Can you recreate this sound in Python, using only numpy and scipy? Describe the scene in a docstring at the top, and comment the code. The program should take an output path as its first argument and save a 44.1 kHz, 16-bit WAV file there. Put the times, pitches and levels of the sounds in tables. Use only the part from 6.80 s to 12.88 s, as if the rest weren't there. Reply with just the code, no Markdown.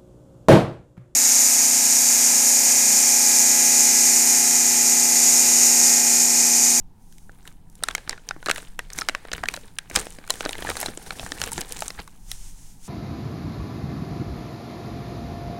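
"""A dry, furnished room with a carpet; one small microphone close to a foam toy in a stiff plastic bag.
The bag is squeezed, then pushed aside along the carpet. Creases buckle in single sharp snaps over
a bed of tiny crinkles, the film hisses as it slides, and carpet fibres scrape under it.
Hands and toy rumble softly close by; behind them are the room's short tail and its low hum."""
import sys
import numpy as np
from scipy import signal
from scipy.fft import rfft, irfft, next_fast_len
from scipy.io import wavfile
from scipy.ndimage import map_coordinates

SR = 44100
rng = np.random.default_rng(int(sys.argv[2]) if len(sys.argv) > 2 else 0)


def transcribe(signal):
    """Save signal, clipped to [-1, 1], as a 16-bit WAV file at the path in sys.argv[1]."""
    frames = np.atleast_2d(signal).T
    limited = np.clip(frames, -1, 1)
    pcm = np.round(limited * 32767).astype(np.int16)
    wavfile.write(sys.argv[1], SR, pcm)


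N = 268128

# Levels in the tables are relative; each layer's own gain is applied on top.
# creases buckling: start_s, level_db, brightness_db_per_octave, panel_pitch_hz, pop_db
CREASE_SNAPS = [(0.325, -18, 6.5, 7440, -6), (0.3826, -19.5, 4.5, 7650, 5), (0.494, -21, -6, 1550, 14),
                (0.653, -24.5, 6.5, 1500, 28), (0.676, -10.5, 4, 1310, 14), (0.899, -37, 13, 7500, 7),
                (0.9538, -23.5, 11, 4000, 3), (1.0256, -11.5, -6, 2500, 5), (1.0363, 15.5, 3.5, 1310, 6),
                (1.0854, 11, 0.5, 1400.0, 10), (1.1103, -3.5, 0.5, 1300.0, 15), (1.15, 14, 1.5, 1600.0, 6),
                (1.1798, 0, -2, 3120, 2.5), (1.276, -13, -7, 1500.0, 8.5), (1.2942, 10.5, 0.5, 6400, 8),
                (1.3085, -1.5, -1, 4400.0, 5), (1.3282, -6.5, -2.5, 1640, 15.5),
                (1.3768, -20, -2, 1450, 20), (1.4887, 1.5, 3, 5830, 10), (1.5094, -6.5, -2, 1700, 25),
                (1.5632, -21.5, -9, 1510, 8.5), (1.6273, -11, -1.5, 1480, 13.5), (1.6598, 4, 4, 1310, 14.5),
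                (1.6656, -2, -3, 1500.0, 15), (1.6726, -10, 8, 1700.0, 23), (1.6853, 11, -3, 1500.0, 4),
                (1.6958, 9, 3, 1400.0, 13), (1.6999, 8.5, -3, 1450, 12.5), (1.7122, 12, 4, 1480, 17.5),
                (1.7602, -3.5, 3.5, 1690, 16.5), (1.7802, -3, -3.5, 2730, 9), (1.9914, 10, 2, 1860, 4),
                (1.9997, -21.5, -5.5, 1840, 22), (2.1022, -7.5, 1, 4730, 9),
                (2.1324, -17.5, 12.5, 6100, 12.5), (2.187, 8, 3, 1200.0, 13.5),
                (2.211, -3.5, -3, 5000.0, 24), (2.2179, 7.5, -1, 1630, 7), (2.2867, 12.5, 2.0, 1800, 14),
                (2.2945, 9.5, -1.5, 1600.0, 4), (2.3492, 8, -0.5, 1860, 11), (2.4509, -9.5, -4, 1800.0, 9),
                (2.484, -21, -4.5, 1400.0, 20), (2.5163, 0, -3, 2860, 11), (2.5313, 4.5, -1.5, 7360, 9.5),
                (2.5343, 6, 3.5, 1630, 12), (2.5802, -1.5, -2, 1970, 4), (2.6329, -5, -4, 2000.0, 5),
                (2.6365, 5.5, 0, 1250, 16.5), (2.6566, -1.5, 1, 1740, 15), (2.6858, 10.5, 3.5, 2500, 13.5),
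                (2.739, 5.5, 2.5, 756, 10), (2.742, -5.5, -2.5, 3900.0, 15), (2.7638, -2, 3.5, 4970, 5),
                (2.7737, -10.5, -5.5, 1590, 9.5), (2.986, 6.5, 2.5, 1640, 13.5),
                (3.0993, -7, 6.5, 700.0, 25), (3.1116, -11.5, -5.5, 2330, 16), (3.1533, 8, 2, 7500.0, 3),
                (3.1585, 4.5, 5.5, 6300.0, 16.5), (3.1612, 17.5, 4, 1970, 10), (3.1721, 3.5, -5, 5000.0, 9),
                (3.19, -6, -2, 7500, 11), (3.2027, -2, -2, 1800, 2), (3.268, -1, -3.5, 940.0, 0),
                (3.386, -12.5, -7.5, 900, -8), (3.4765, -10.5, 6.5, 1300.0, 18),
                (3.498, 2.5, -2, 3900.0, 7), (3.504, 19, 2.5, 860, 4.5), (3.607, 7, -2.5, 3560, 5),
                (3.6517, 2.5, -2.5, 6800, 14), (3.6598, 6.5, -4.5, 2000.0, 7.5), (3.692, 7, -1, 7500.0, 8),
                (3.709, -6.5, 6, 940.0, 26), (3.7297, -4, 2, 3070, 19), (3.753, -1, -1.5, 2000.0, 4.5),
                (3.7893, -10, -5.5, 2600.0, 11), (3.823, 0, -3.5, 4720, 8), (3.848, -0.5, -3, 890.0, 11.5),
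                (3.8899, 1.5, -2.5, 1800.0, 13), (3.9013, 8.5, 0.5, 2200.0, 4.5),
                (3.9542, -4.5, -1, 1600.0, 11), (3.968, 7.5, 1.5, 700.0, 3.5),
                (3.9727, -3.5, 3.5, 7500.0, 6), (4.0134, 1, 8.5, 710, 20), (4.0289, 7.5, 0, 730, 11),
                (4.06, 11, 1.5, 700.0, 3.5), (4.0835, -13, -9.5, 3700.0, 17.5),
                (4.0877, -9.5, -6.5, 7100.0, 20), (4.174, -5, -4.5, 8100, 23.5),
                (4.3061, 5.5, -2, 3150, 7.5), (4.3955, -1, -2.5, 3300.0, 12.5), (4.4298, -8, -2, 740.0, 13),
                (4.4633, -2.5, -4, 7600, 11), (4.5192, 10.5, -2.5, 695, -6),
                (4.6159, 11.5, 2.5, 3700.0, 5.5), (4.638, 5, -1.5, 6400, 14.5),
                (4.675, -4.5, 1.5, 1730, 13.5), (4.7182, -6.5, 11, 900, 42), (4.7314, -4.5, 8.5, 8100, 9.5),
                (4.7789, 3.5, -5, 7640, 11), (4.809, -7, 13.5, 700.0, 21), (4.814, 7, 0.5, 7550, 1),
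                (4.9224, 1.5, 8, 3460, 0), (5.0058, -7, 9, 7600, 7.5), (5.0217, 9, 0.5, 865, 10),
                (5.0808, 4.5, 6.5, 700.0, 8), (5.1039, 2, 1, 4570, 4.5), (5.1923, -2.5, -4, 2900.0, -2),
                (5.201, -5, -0.5, 1300.0, 3.5), (5.2764, -18, 10, 950, 38), (5.5154, 1, 8.0, 2970, 8.5)]
# a snapping panel of film: frequency_hz, level_db
FILM_SPECTRUM = [(100, -19), (370, -6), (690, -2.5), (1010, -8), (1400, -3.5), (1750, -3.5), (2200, -5.5),
                 (2830, -8.5), (4800, -10), (8140, -12), (10500, -18), (16000, -34)]
# narrow rings the microphone adds to every snap: pitch_hz, width_hz, level_db
MIC_RINGS = [(460, 23, -33), (3940, 220, 9)]
# many small creases together: frequency_hz, level_db
CRUMPLE_SPECTRUM = [(100, -5.5), (300, -1), (470, 4.5), (600, -6), (790, 3.5), (1200, -1.5), (1750, -1),
                    (2800, -7.5), (4100, -5.5), (6000, -24.5), (9000, -29), (16000, -32)]
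# film sliding on skin and carpet: frequency_hz, level_db
SLIDE_SPECTRUM = [(500, -15.5), (2000, -9.5), (4400, -7.5), (6400, 1), (7600, -1.5), (9200, -2),
                  (11500, -10), (15500, -22.5)]
# sliding film catching in fine ticks: frequency_hz, level_db
TICK_SPECTRUM = [(500, -25), (2000, -6), (4500, -5), (7000, 1.5), (9200, 4.5), (11500, -8.5), (15500, -10)]
# the finest hiss of a light touch: frequency_hz, level_db
WHISPER_SPECTRUM = [(5000, -25), (9000, 6), (12000, 3), (15500, 0)]
# fingers press or shift the bag: peak_s, crumpling_db, sliding_db, toy_bump_db, rise_s, fall_s
FINGER_GRIPS = [(.53, -62, -76, -57, 0.046, .2), (.67, -49.5, -50, -54, 0.057, 0.081),
                (1.1, -48.5, -53.5, -47, 0.18, 0.22), (1.31, -44, -54, -56, 0.091, 0.066),
                (1.49, -49, -62, -58, 0.11, .12), (1.69, -35, -66, -60, 0.04, 0.067),
                (1.781, -41.5, -41.5, -54, 0.19, 0.12), (2.184, -32, -35.5, -40.5, 0.06, 0.051),
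                (2.3, -46.5, -47, -56, 0.054, 0.033), (2.55, -46, -51.5, -41, 0.043, 0.2),
                (2.646, -50, -72, -35.5, 0.073, 0.066), (2.73, -45.5, -48, -46, 0.15, 0.29),
                (3.169, -26, -29, -30.5, 0.052, 0.083), (3.52, -41.5, -40, -48, 0.057, 0.48),
                (3.655, -37.5, -46, -53, 0.11, .1), (3.9, -35.5, -34, -34.5, 0.21, 0.13),
                (4.01, -33.5, -30.5, -54, 0.088, 0.077), (4.1, -60, -66, -39, 0.058, .08),
                (4.44, -47, -40, -36, 0.13, 0.14), (4.64, -32.5, -36.5, -36.5, 0.12, 0.084),
                (4.789, -39, -34, -31, .12, 0.034), (5.02, -40, -39, -43.5, 0.35, .2),
                (5.198, -33, -60, -36, .05, 0.027)]
# film glides under a hand: start_s, length_s, level_db
HAND_GLIDES = [(0.224, 0.11, -63.5), (.32, .12, -59.5), (.48, .19, -65), (0.92, .08, -64),
               (3.257, 0.089, -52), (3.55, 1.59, -58.5), (5.25, 0.2, -59.5), (5.509, 0.026, -41.5),
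               (5.612, 0.084, -47), (5.783, 0.13, -51), (6.053, .1, -43.5)]
# the bag merely held: time_s, firmness_db
HOLD_FIRMNESS = [(0, -88), (.45, -73), (.55, -68.5), (.85, -74), (1.15, -87), (1.95, -63), (2.6, -50),
                 (3, -68), (3.35, -55), (3.75, -45.5), (4.2, -48.5), (4.6, -46), (4.88, -51), (5.1, -59),
                 (5.4, -69), (6.08, -73)]
# the bag pushed along the carpet: time_s, level_db
DRAG_LEVEL = [(3.75, -90), (3.9, -56.5), (4.05, -40), (4.15, -53), (4.28, -47.5), (4.36, -46), (4.6, -47.5),
              (4.8, -59.5), (5.05, -74.5), (5.2, -90)]
# carpet fibres scraping under the bag: frequency_hz, level_db
SCRAPE_SPECTRUM = [(200, 8.5), (330, 3.5), (470, 7), (580, -1), (800, 11), (1080, -14), (1400, -3),
                   (3300, -6), (5400, -1.5), (7700, -5), (8900, 2), (10200, -4), (12000, -10), (16000, -14)]
# unrest of the hands: time_s, rumble_db
HAND_UNREST = [(0, -38.5), (.2, -52.5), (1.3, -50.5), (2.05, -46), (2.9, -52), (3.6, -49), (4.1, -51.5),
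               (5.35, -49), (5.6, -38.5), (6.08, -51)]
# handling rumble: frequency_hz, level_db
RUMBLE_SPECTRUM = [(10, 15), (30, 8.5), (60, -22.5), (100, -6), (200, -60), (500, -54)]
# dull bumps of the foam toy: frequency_hz, level_db
BUMP_SPECTRUM = [(50, 0.5), (95, -3), (125, -11.5), (165, -4.5), (230, -9), (330, -15.5), (600, -73)]
# decay of the room's tail: frequency_hz, t60_s
ROOM_DECAY = [(200, 0.36), (1500, 0.45), (6000, 0.56), (15000, 1.2)]
# colour of the room's tail: frequency_hz, gain_db
ROOM_SPECTRUM = [(150, 1), (500, 7), (1000, -1.5), (1600, -4), (2600, -1.5), (4000, -2), (9000, -5.5),
                 (14000, -8.5)]
# the room's steady air: frequency_hz, level_db
AIR_SPECTRUM = [(30, 0), (120, -3), (160, 3), (220, -5), (330, -13), (600, -25), (740, -17), (920, -15),
                (1100, -27), (2500, -36), (9000, -40), (14000, -46)]

FACET_RANGE_HZ = (250, 16000)  # where the film's small facets ring


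def snaps(flutter_t60_s, flutter_db, lag_s, knee_hz, level_db, size=2048):
    """Each crease flips with a click and a brief flutter; gives the close sound and the room's feed."""
    t, hz = np.arange(size) / SR, np.fft.rfftfreq(size, 1 / SR)
    rings = sum(amp(db) * resonance(hz, pitch, width) for pitch, width, db in MIC_RINGS)
    shared_response = (1 - rings) * bending_chirp(hz, lag_s, knee_hz)
    close, to_room = np.zeros((2, N + size))
    for start_s, db, brightness, pitch_hz, pop_db in CREASE_SNAPS:
        flip = rng.standard_normal(size) * amp(-60 * t / flutter_t60_s)
        flip *= amp(flutter_db) / np.linalg.norm(flip)
        flip[0] += rng.choice([-1, 1])  # the click, ahead of its flutter
        colour = minimum_phase(db + snap_colour(hz, brightness, pitch_hz, pop_db))
        click = colour * rfft(flip) * shared_response * facet_modes(hz, mode_db=3, width_hz=30)
        start = round(start_s * SR)
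        close[start:][:size] += irfft(click) * np.linalg.norm(colour) / np.linalg.norm(click)
        # summed over all directions, the peaks and notches of the facets even out
        to_room[start:][:size] += irfft(colour)
    return amp(level_db) * close[:N], to_room[:N]


def snap_colour(hz, brightness, pitch_hz, pop_db, pivot_hz=3000, half_width_octaves=0.51):
    """The film's spectrum in dB, tilted by the crease's sharpness, with a pop at the panel's pitch."""
    floored_hz = np.maximum(hz, FACET_RANGE_HZ[0])
    tilt = brightness * np.log2(floored_hz / pivot_hz)
    pop = pop_db / (1 + abs(np.log2(floored_hz / pitch_hz) / half_width_octaves) ** 1.83)
    return along(FILM_SPECTRUM, hz) + tilt + pop


def bending_chirp(hz, lag_s, knee_hz):
    """Low bending waves cross the film more slowly, so each click chirps downward."""
    delay_s = lag_s / (1 + (hz / knee_hz) ** 2)
    return np.exp(-2j * np.pi * np.cumsum(delay_s) * hz[1])


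def facet_modes(hz, mode_db, width_hz, count=5):
    """The facets around a crease add a few damped modes, new for every shape of the bag."""
    pitches = np.exp(rng.uniform(*np.log(FACET_RANGE_HZ), count))
    return 1 + amp(mode_db) * sum(resonance(hz, pitch, width_hz + pitch / 20) for pitch in pitches)


def bag_rustle(crumpling, sliding, crumple_db, rustle_db, tick_db, hiss_db):
    """Crumpling film gives crinkles and a soft rustle; sliding film gives hiss and fine ticks."""
    crumple = amp(crumple_db) * crinkles(CRUMPLE_SPECTRUM, per_s=340, spread_db=28, colour_db=11.5)
    rustle = amp(rustle_db) * noise(CRUMPLE_SPECTRUM)
    ticks = amp(tick_db) * crinkles(TICK_SPECTRUM, per_s=260, spread_db=28, colour_db=10)
    hiss = amp(hiss_db + 0.59 * wobble(24)) * noise(SLIDE_SPECTRUM)
    # the finest hiss grows half a dB per dB of sliding, from a light touch at -60 dB
    whisper = amp(-66.5) * (sliding / amp(-60)) ** 0.5 * noise(WHISPER_SPECTRUM)
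    # film that only slides hisses smoothly; film that also bends catches and ticks
    catching = np.minimum(crumpling / sliding, 1)
    slide = amp(-5 * catching) * hiss + catching * ticks
    return crumpling * (crumple + rustle) + sliding * slide + whisper


def crinkles(spectrum, per_s, spread_db, colour_db, panels=20, knots=12, size=1024):
    """Tiny creases of random size let go at random on many panels, each with its own colour; rms 1."""
    hz = np.fft.rfftfreq(size, 1 / SR)
    knots_hz = np.geomspace(*FACET_RANGE_HZ, knots)
    out = np.zeros(N)
    for _ in range(panels):
        tint = np.c_[knots_hz, colour_db * rng.uniform(-1, 1, knots)]
        colour = minimum_phase(along(spectrum, hz) + along(tint, hz))
        modes = facet_modes(hz, mode_db=6, width_hz=45)
        chirp = bending_chirp(hz, lag_s=0.0014 * rng.random(), knee_hz=6000)
        slips = np.flatnonzero(rng.random(N) < per_s / panels / SR)
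        draws = rng.uniform(-1, 1, N)[slips]
        impulses = np.zeros(N)
        impulses[slips] = np.sign(draws) * amp(-spread_db * abs(draws))
        out += signal.oaconvolve(impulses, irfft(colour * modes * chirp))[:N]
    return unit_rms(out)


def handling(creep_db, resting_bump_db):
    """Gains of crumpling, sliding and bumping: grips and glides add their power to the held bag's."""
    firmness_db = level_curve(HOLD_FIRMNESS)
    power = amp([firmness_db, firmness_db + creep_db, np.full(N, resting_bump_db)]) ** 2
    for peak_s, *levels_db, rise_s, fall_s in FINGER_GRIPS:
        power += np.outer(amp(levels_db), swell(peak_s, 0, rise_s, fall_s)) ** 2
    for start_s, length_s, db in HAND_GLIDES:
        power[1] += (amp(db) * swell(start_s, length_s, rise_s=0.076, fall_s=0.14)) ** 2
    return np.sqrt(power)


def carpet_drag(grain_db):
    """Carpet fibres flick under the moving bag: a dense, bright scrape."""
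    return amp(level_curve(DRAG_LEVEL) + grain_db * wobble(70)) * noise(SCRAPE_SPECTRUM)


def hands_and_toy(bumping, rumble_db, bump_db):
    """Restless hands rumble near the microphone and the foam toy bumps dully."""
    rumble = amp(level_curve(HAND_UNREST) + rumble_db + 0.67 * wobble(14)) * noise(RUMBLE_SPECTRUM)
    return rumble + amp(bump_db) * bumping * noise(BUMP_SPECTRUM)


def room_tail(source, wet_db, gap_s, tails=4):
    """A short diffuse tail; the moving bag feeds a few different ones in turn, 50 ms each."""
    out = np.zeros(N)
    turn = np.arange(N) // (SR // 20) % tails
    for k in range(tails):
        hz, t, bands = signal.stft(rng.standard_normal(SR // 2), SR, nperseg=256)
        bands *= amp(-60 * t / along(ROOM_DECAY, hz)[:, None])  # each band dies at its own speed
        tail = signal.istft(bands, SR, nperseg=256)[1]
        tail = np.pad(tail / np.linalg.norm(tail), (round(gap_s * SR), 0))
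        out += signal.oaconvolve(source * (turn == k), tail)[:N]
    return amp(wet_db) * filtered(out, lambda hz: amp(along(ROOM_SPECTRUM, hz)))


def room_tone(level_db):
    """The room's air: a steady low hum of noise behind everything."""
    return amp(level_db) * noise(AIR_SPECTRUM)


def amp(db):
    """Decibels to gain."""
    return 10 ** (np.asarray(db) / 20)


def unit_rms(x):
    """x scaled to rms 1."""
    return x / np.sqrt(np.mean(x ** 2) + 1e-20)


def along(points, hz):
    """Rows of frequency_hz, value read on a log frequency axis."""
    frequencies, values = np.transpose(points)
    return np.interp(np.log(hz + 1), np.log(frequencies + 1), values)


def level_curve(rows):
    """Rows of time_s, level_db joined into one level per sample."""
    return np.interp(np.arange(N) / SR, *np.transpose(rows))


def swell(start_s, length_s, rise_s, fall_s):
    """Gain that climbs 20 dB per rise_s, holds at 1 from start_s, then loses 20 dB per fall_s."""
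    t = np.arange(N) / SR - start_s
    return amp(-20 * np.maximum(np.maximum(-t / rise_s, (t - length_s) / fall_s), 0))


def wobble(per_s):
    """A smooth random curve with per_s knots a second."""
    knots = rng.standard_normal(int(N * per_s / SR) + 4)
    return map_coordinates(knots, [np.arange(N) * per_s / SR])


def filtered(x, response):
    """x passed through a frequency response."""
    size = next_fast_len(N + SR // 2)
    return irfft(rfft(x, size) * response(np.fft.rfftfreq(size, 1 / SR)), size)[:N]


def noise(spectrum):
    """Coloured noise of rms 1."""
    return unit_rms(filtered(rng.standard_normal(N), lambda hz: amp(along(spectrum, hz))))


def minimum_phase(db):
    """The causal response with these gains: nothing sounds before the click."""
    cepstrum = irfft(np.log(amp(db)))
    half = len(cepstrum) // 2
    return np.exp(rfft(np.r_[cepstrum[0], 2 * cepstrum[1:half], np.zeros(half)]))


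def resonance(hz, pitch_hz, width_hz):
    """One damped mode, of gain 1 at its pitch."""
    return 1j * hz * width_hz / (pitch_hz ** 2 - hz ** 2 + 1j * hz * width_hz)


def scene():
    """Bag and hands close to the microphone, the room behind; mono."""
    crumpling, sliding, bumping = handling(creep_db=-10, resting_bump_db=-61)
    crumpling *= amp(3 * wobble(35))  # the film catches and lets go unevenly
    close, to_room = snaps(flutter_t60_s=0.01, flutter_db=5, lag_s=0.000688, knee_hz=5270, level_db=0.5)
    rustling = bag_rustle(crumpling, sliding, crumple_db=-3.5, rustle_db=-8, tick_db=-2.5, hiss_db=-3)
    rustling += carpet_drag(grain_db=3.5)
    tail = room_tail(to_room + rustling, wet_db=-16, gap_s=0.007)
    air = room_tone(level_db=-54)
    hands = hands_and_toy(bumping, rumble_db=6, bump_db=-1)
    return (close + rustling + hands + tail + air)[None]


def record(dry):
    """The small microphone rounds off the tallest snaps and keeps nothing above its band limit."""
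    ceiling, hardness, top_hz = 0.68, 6, 15900
    rounded = dry[0] / (1 + abs(dry[0] / ceiling) ** hardness) ** (1 / hardness)
    return filtered(rounded, lambda hz: hz < top_hz)[None]


dry = scene()
out = record(dry)
transcribe(out)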